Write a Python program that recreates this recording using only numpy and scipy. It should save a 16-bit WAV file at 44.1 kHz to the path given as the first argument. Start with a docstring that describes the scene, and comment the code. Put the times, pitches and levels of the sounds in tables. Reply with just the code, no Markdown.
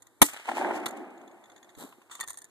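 """One shotgun shot in a snowy clearing, overloading a small stereo microphone and ringing its housing.
Near brush and single trunks throw back hard echoes, then the wooded slope rumbles away.
Close to the microphone a clay target launcher is cocked: its latch snaps and its spring ticks.
A clay is slid on, the arm is let go, strikes its stop and rattles. Still winter air lies underneath."""
import sys
import numpy as np
from scipy import signal
from scipy.fft import rfft, irfft
from scipy.io import wavfile
from scipy.ndimage import uniform_filter1d

SR = 44100
rng = np.random.default_rng(int(sys.argv[2]) if len(sys.argv) > 2 else 0)


def inscribe(sig):
    """Save sig as 16-bit PCM at rate SR to the path in sys.argv[1].

    A 1-D sig is mono; a 2-D sig holds one channel per row.
    Samples are clipped to [-1, 1] before scaling.
    """
    pcm = np.round(np.clip(np.atleast_2d(sig).T, -1, 1) * 32767)
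    wavfile.write(sys.argv[1], SR, pcm.astype(np.int16))


N = 110250
T = np.arange(N) / SR

# spectrum of the shot's after-thump and the low end of its rumble (frequency [Hz], level [dB])
LOW_SPECTRUM = [(70, -49), (130, -20.5), (200, -9), (270, 4), (350, 5), (450, -4.5), (700, -44.5)]
# spectrum of the launcher's parts clacking together (frequency [Hz], level [dB])
CLACK_SPECTRUM = [(60, 8), (400, -28), (1100, -30), (2000, 8), (2700, -25), (3500, 1), (4300, 0),
                  (5200, -13.5), (6900, 13), (7900, -1), (9000, 5), (10300, -12.5), (12000, 4),
                  (14000, -4.5)]


def undb(db):
    """Decibels to gain."""
    return 10 ** (np.asarray(db) / 20)


def gains(points):
    """Gain at every FFT bin from (frequency [Hz], level [dB]) points."""
    hz, db = np.array(points, float).T
    bin_hz = np.arange(N // 2 + 1) * SR / N
    return undb(np.interp(np.log(bin_hz + 1), np.log(hz), db))


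def curve(points):
    """Gain over time from (time [s], level [dB]) points."""
    return undb(np.interp(T, *np.array(points).T))


def swell(at, rise, t60, t=T):
    """Bell-shaped rise to 1 at time `at`, then an exponential decay; all in seconds."""
    attack = np.exp(-(np.minimum(t - at, 0) / rise) ** 2 / 2)
    return attack * np.exp(-np.log(1000) * np.clip((t - at) / t60, 0, 10))


def noise(spectrum, grain_db=0, grain_hz=300):
    """Two unrelated coloured noises of rms 1, bunched into grains of uneven size."""
    sizes = np.interp(T * grain_hz, np.arange(8000), rng.standard_normal(8000))
    grains = rng.standard_normal((2, N)) * undb(grain_db * sizes)
    x = irfft(rfft(grains) * gains(spectrum), N)
    return x / np.sqrt(np.mean(x ** 2))


def bursts(x, times, dbs, rise, t60):
    """Short bursts of the noise x, each at its own level; rise and t60 in seconds."""
    out = np.zeros((2, N))
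    for at, db in zip(times, dbs):
        span = slice(max(int((at - 4 * rise) * SR), 0), int((at + 2 * t60) * SR))
        env = swell(at, rise, t60, T[span])
        burst = x[:, span] * env
        out[:, span] += undb(db) * burst * np.sqrt(2 * np.sum(env ** 2) / np.sum(burst ** 2))
    return out


def ring(modes, times, dbs, contact_s):
    """Struck metal: a short chattering contact excites the modes, differently on every blow."""
    out = np.zeros((2, N))
    hz, mode_db, t60 = np.array(modes).T[:, :, None]
    for at, db in zip(times, dbs):
        start = int((at - contact_s / 2) * SR)
        t = T[:min(N - start, SR // 5)]
        detune = 1 + 0.0044 * rng.standard_normal((len(modes), 1))
        decay = np.exp(-np.log(1000) * t / t60)
        response = np.sum(undb(mode_db) * np.sin(2 * np.pi * hz * detune * t) * decay, axis=0)
        contact = rng.standard_normal((2, SR // 20)) * np.exp(-T[:SR // 20] / contact_s)
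        wave = signal.fftconvolve(contact, response[None], axes=1)[:, :len(t)]
        energy = 4 * np.sum(response ** 2) / np.sum(undb(mode_db) ** 2)
        out[:, start:start + len(t)] += undb(db) * wave * np.sqrt(energy / np.sum(wave ** 2))
    return out


def microphone(pair):
    """Turn two unrelated signals into left and right with the microphone's stereo width."""
    # stereo width (frequency [Hz], side minus mid [dB])
    side_levels = [(60, 25), (200, -9), (380, -5), (700, -10.5), (1270, -17.5), (1800, -1.5), (2300, 8.5),
                   (2550, 26.5), (2850, 13.5), (3250, 2.5), (4000, -11.5), (5200, 5), (6800, -1),
                   (9000, 0.5), (14000, 3.5)]
    width = gains(side_levels)
    weights = np.array([np.ones_like(width), width]) / np.hypot(1, width)
    mid, side = irfft(rfft(pair) * weights, N)
    return np.array([mid + side, mid - side])


def winter_air():
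    """The faint, steady hush of the clearing."""
    # still air (frequency [Hz], level [dB])
    spectrum = [(30, -23), (70, -8), (110, 2), (170, -13), (330, 4), (500, -3.5), (900, -2), (1900, -10),
                (2700, -23), (3700, -14.5), (5200, -25.5), (7500, -14.5), (14000, -18)]
    return undb(-65) * noise(spectrum, grain_db=0.5, grain_hz=27.64)


def support_jolts():
    """Low jolts reach the microphone through its support."""
    # spectrum of a jolt (frequency [Hz], level [dB])
    spectrum = [(25, -8), (70, 3), (130, 0.5), (220, -20), (500, -60)]
    # jolts (time [s], level [dB])
    jolts = [(.63, -59), (.70, -55), (.755, -55.5), (.872, -56), (1.777, -52.5)]
    return bursts(noise(spectrum), *np.array(jolts).T, rise=0.005, t60=0.1)


def loading():
    """Close by, the loader shifts with a swish and bumps; the clay scrapes along the arm, which chatters."""
    # spectra of the loader's movements and the sliding clay (frequency [Hz], level [dB])
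    swish_spectrum = [(60, -17), (250, 2), (450, -1.5), (800, 2), (1300, -1), (2000, -11), (2600, -15),
                      (3900, -7.5), (5200, -20), (7500, -7.5), (10000, -13), (12200, -6.5), (14500, -22)]
    bump_spectrum = [(40, -13), (120, -18.5), (270, 13.5), (450, -4), (1200, -33.5)]
    scrape_spectrum = [(100, -33.5), (600, -14), (1150, 5.5), (2000, -12.5), (3500, -3), (5000, -17.5),
                       (6800, -1.5), (8500, 0), (10000, -16), (14000, -14)]
    # soft bumps (time [s], level [dB])
    thuds = [(1.778, -47), (1.824, -45.5), (1.842, -44.5), (1.852, -42), (1.987, -53.5)]
    swish = undb(-44.5) * noise(swish_spectrum, grain_db=3, grain_hz=588.6)
    swish *= swell(at=1.822, rise=0.028, t60=0.38)
    bumps = bursts(noise(bump_spectrum), *np.array(thuds).T, rise=0.0032, t60=0.036)
    scrape = undb(-45) * noise(scrape_spectrum, grain_db=-1, grain_hz=445)
    scrape *= swell(at=2.122, rise=0.0084, t60=0.36)
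    chatter = undb(-50.5) * noise(CLACK_SPECTRUM, grain_db=5.5, grain_hz=525)
    chatter *= swell(at=2.29, rise=0.013, t60=0.42)
    return swish + bumps + scrape + chatter


def launcher():
    """Close by, the latch snaps, the stretching spring ticks, and blows ring the frame and loose parts."""
    # blows of the arm and loose parts (time [s], crack [dB], frame [dB], loose metal [dB], knock [dB])
    blows = [(.023, -48.5, -68, -50, -63), (0.069, -51.5, -64, -73, -63), (0.3337, -40, -65, -44, -40),
             (0.863, -37.5, -39, -40, -32.5), (.881, -42, -49, -47, -48), (0.888, -44, -47, -43, -54),
             (0.91, -45, -59, -64, -70), (0.974, -52, -63, -62, -48.5), (1.9257, -73.5, -66, -76, -49),
             (2.018, -62.5, -69, -74, -52.5), (2.099, -65.5, -65, -74.5, -48),
             (2.114, -50.5, -45, -49, -58), (2.153, -40, -48.5, -64, -46), (2.194, -69, -53, -60, -42),
             (2.202, -38, -41, -52, -44), (2.2099, -29.5, -34, -31, -39.5), (2.23, -52, -41.5, -53, -46.5),
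             (2.238, -46, -51, -42.5, -42), (2.277, -40.5, -50, -39.5, -53),
             (2.285, -39.5, -54, -38.5, -54), (2.298, -40, -56, -45, -58), (2.305, -38, -55, -33, -47),
             (2.332, -52, -62, -45.5, -69), (2.343, -54, -60, -50, -57), (2.3743, -47, -56.5, -36.5, -63),
             (2.387, -47, -65, -42, -72), (2.4193, -48, -64.5, -44, -84), (2.444, -47, -68.5, -45.5, -76)]
    # ticks of the spring and catches of the latch (time [s], level [dB])
    spring_ticks = [(1.179, -56.5), (1.216, -57.5), (1.279, -52), (1.315, -55.5), (1.441, -51.5),
                    (1.459, -53), (1.501, -50.5), (1.52, -54), (1.564, -48.5), (1.58, -51.5),
                    (1.6303, -48.5), (1.647, -54), (1.694, -49.5), (1.704, -55), (1.752, -50)]
    latch_catches = [(0.86, -27.5), (.8642, -29), (0.87, -48)]
    # spectra of a knock and a dry snap (frequency [Hz], level [dB])
    knock_spectrum = [(60, -22), (300, 5.5), (600, 3.5), (1150, 22), (1900, 2.5), (2600, 13), (4000, -5),
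                      (9000, -20)]
    snap_spectrum = [(100, 1), (600, 0), (1250, 6), (1600, 1), (2100, 6), (2900, -2), (3300, 0), (3900, 0),
                     (4500, -3.5), (5200, -10.5), (6600, -3.5), (7800, -10), (9000, 0), (10300, -17),
                     (11700, -2), (14000, -19)]
    # modes of the metal parts (frequency [Hz], level [dB], t60 [s])
    frame_modes = [(1130, -14, 0.093), (1370, -14, 0.038), (1824, -1, 0.13), (1906, -0.5, 0.091),
                   (2160, -13, .07), (3560, -0.5, 0.066), (4180, -8.5, 0.02), (4450, -3.5, 0.032),
                   (7100, -2, 0.054)]
    loose_modes = [(1004, -15.5, 0.1), (1752, -10, 0.084), (4420, -22, 0.015), (6330, -6, 0.025),
                   (6950, -2, 0.016), (8400, -5, 0.032), (8860, 5.5, 0.035), (8940, 5.5, 0.024),
                   (9200, -24, .018)]
    spring_modes = [(1850, 2, .022), (2080, -5, .02), (3500, -1.5, .028), (3800, -5, .018),
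                    (4150, -10, .015), (6540, -3, .03), (6860, -3, .03)]
    rise_s = 0.001
    times, crack_db, frame_db, loose_db, knock_db = np.array(blows).T
    tick_s, tick_db = np.array(spring_ticks).T
    clack = noise(CLACK_SPECTRUM, grain_db=5.5, grain_hz=840)
    cracks = bursts(clack, times, crack_db, rise_s, t60=0.032)
    knocks = bursts(noise(knock_spectrum), times, knock_db, rise_s, t60=0.043)
    spring = ring(spring_modes, tick_s, tick_db, contact_s=0.004)
    spring += bursts(noise(snap_spectrum), tick_s, tick_db - 6.5, rise_s, t60=0.016)
    latch = bursts(noise(snap_spectrum), *np.array(latch_catches).T, rise_s, t60=0.029)
    frame = ring(frame_modes, times, frame_db, contact_s=0.0018)
    loose = ring(loose_modes, times, loose_db, contact_s=0.0024)
    return cracks + knocks + spring + latch + frame + loose


def woods():
    """The shot comes back: near brush crackles, single trunks answer, the far slope rumbles away."""
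    # spectra of the reflections (frequency [Hz], level [dB])
    scatter_spectrum = [(160, -31), (400, -5.5), (900, 0.5), (1800, 4.5), (3000, 1.5), (5200, -13.5),
                        (8000, -7), (14000, -18.5)]
    trunk_spectrum = [(150, -30.5), (260, -8), (450, -10), (600, 4), (920, 6.5), (1150, -12), (1700, -7),
                      (2500, -15), (4000, -36), (14000, -56)]
    rumble_spectrum = [(130, -37), (200, -9.5), (260, -4.5), (350, 4), (460, -8.5), (600, -2.5), (790, 1),
                       (1100, -9.5), (1700, -13), (2400, -16), (3500, -31), (6000, -57)]
    hiss_spectrum = [(100, -36.5), (1500, 0), (2700, 1.5), (3600, -10), (5200, -11), (7000, -8),
                     (9000, -12), (14000, -17)]
    # echoes from single trees (time [s], dull body [dB], bright crack [dB])
    echoes = [(0.287, -50, -35.5), (.334, -50, -42.5), (.343, -48.5, -38), (.364, -61, -36.5),
              (0.372, -57, -38), (0.398, -46, -42.5), (0.4567, -43.5, -42), (0.482, -33.5, -55),
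              (0.491, -19, -43), (0.517, -26.5, -39), (0.571, -26, -35), (0.584, -27, -48),
              (0.614, -25, -49), (0.623, -29, -56), (0.649, -23.5, -53), (0.67, -31, -60),
              (0.7116, -25, -43), (0.772, -32, -59.5), (0.969, -45.5, -46.5), (1.004, -40.5, -62)]
    # course of the brush reflections and of the echo's low end and treble (time [s], level [dB])
    brush_level = [(.21, -86), (.25, -66), (.3, -45.5), (.312, -50.5), (.37, -47.5), (.41, -49.5),
                   (.445, -54.5), (.49, -40), (.54, -51.5), (.58, -43.5), (.8, -58), (1.2, -87)]
    low_level = [(.45, -84), (.5, -44.5), (.56, -48), (.72, -42), (.93, -52), (1.0, -42), (1.1, -57.5),
                 (1.27, -55.5), (1.42, -71.5), (1.7, -85.5)]
    hiss_level = [(.21, -84), (.3, -56), (.44, -55.5), (.49, -57), (.54, -49.5), (.57, -38.5), (.62, -51.5),
                  (.72, -55.5), (.762, -40.5), (.8, -57), (1.0, -64), (1.15, -74.5), (1.6, -73)]
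    times, body_db, crack_db = np.array(echoes).T
    brush = noise(scatter_spectrum, grain_db=2, grain_hz=600) * curve(brush_level)
    trunks = bursts(noise(trunk_spectrum), times, body_db, rise=0.0022, t60=0.033)
    trunks += bursts(noise(scatter_spectrum), times, crack_db, rise=0.00021, t60=0.024)
    slope = undb(-30) * noise(rumble_spectrum, grain_db=1.5, grain_hz=313)
    slope *= swell(at=0.68, rise=0.08, t60=1.2)
    far = undb(-47) * noise(rumble_spectrum, grain_db=2, grain_hz=183)
    far *= swell(at=0.93, rise=0.099, t60=3.04)
    low = noise(LOW_SPECTRUM, grain_db=3.5) * curve(low_level)
    hiss = noise(hiss_spectrum, grain_db=3.5) * curve(hiss_level)
    low_cut = signal.butter(4, 150, "high", fs=SR, output="sos")
    return signal.sosfilt(low_cut, brush + trunks + slope + far + low + hiss)


def shotgun():
    """Pressure fronts crack and boom at the microphone and ring its housing; a thump and sizzle follow."""
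    # pressure fronts, direct and reflected (time [s], crack [dB], pressure wave [dB])
    fronts = [(0.2181, -4.5, -3), (0.2212, -13, -11.5), (0.2249, -13.5, -4)]
    # spectra of the blast (frequency [Hz], level [dB])
    crack_spectrum = [(100, -19.5), (300, 0.5), (600, -6.5), (950, 4.5), (1400, -5), (2100, 0.5),
                      (2700, -4.5), (3600, -3), (4500, -9), (5100, -19), (6100, -3), (7200, -7.5),
                      (7800, -16), (8700, 3), (10300, -6), (11600, 0), (13000, -7), (15000, -6.5)]
    boom_spectrum = [(30, -3), (100, 2), (250, -7), (380, -5.5), (600, -16), (2000, -40)]
    sizzle_spectrum = [(200, -12), (1000, -10.5), (2500, -6.5), (5000, -8.5), (8200, 3.5), (10000, -2.5),
                       (14000, -3)]
    # modes of the microphone housing (frequency [Hz], level [dB], t60 [s])
    housing_modes = [(291, -0.5, 0.12), (860, 2, 0.11), (1034, 0.5, 0.053), (1238, -1.5, 0.055),
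                     (1610, -7.5, .05), (1930, -4.5, 0.094), (3700, -2.5, .04), (8840, -2, .06)]
    rise_s, wave_s = 0.0008, 0.003
    times, crack_db, wave_db = np.array(fronts).T
    blast = noise(crack_spectrum, grain_db=3, grain_hz=894.7)
    crack = bursts(blast, times, crack_db, rise_s, t60=0.035)
    housing = ring(housing_modes, times, dbs=[-24] * len(times), contact_s=0.0028)
    n_waves = np.zeros(N)
    for at, db in zip(times, wave_db):
        ramp = 2 * (T - at) / wave_s - 1
        n_waves += undb(db) * ramp * ((T > at) & (T < at + wave_s))
    boom = bursts(noise(boom_spectrum), times[:1], dbs=[-12], rise=rise_s, t60=0.053)[0]
    # the N-shaped waves and the boom push the two channels in opposite directions
    push = (uniform_filter1d(n_waves, size=24) + boom) * np.array([[1], [-1]])
    sizzle = undb(-28) * noise(sizzle_spectrum, grain_db=-2)
    sizzle *= swell(at=0.2536, rise=0.02, t60=0.2) * (T > times[0])
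    thump = bursts(noise(LOW_SPECTRUM), times[-1:], dbs=[-23.5], rise=0.0015, t60=0.062)
    return microphone(crack + housing + thump + sizzle) + push


def scene():
    """Shot, echoes and launcher over still winter air, heard from one spot in the clearing."""
    background = winter_air() + support_jolts()
    return shotgun() + microphone(woods() + launcher() + loading() + background)


def record(dry):
    """The recorder clips the shot and cuts the treble above 13850 Hz."""
    high_cut = signal.ellip(10, 0.2, 70, 13850, fs=SR, output="sos")
    return signal.sosfilt(high_cut, np.clip(dry, -0.9, 0.9))


dry = scene()
out = record(dry)
inscribe(out)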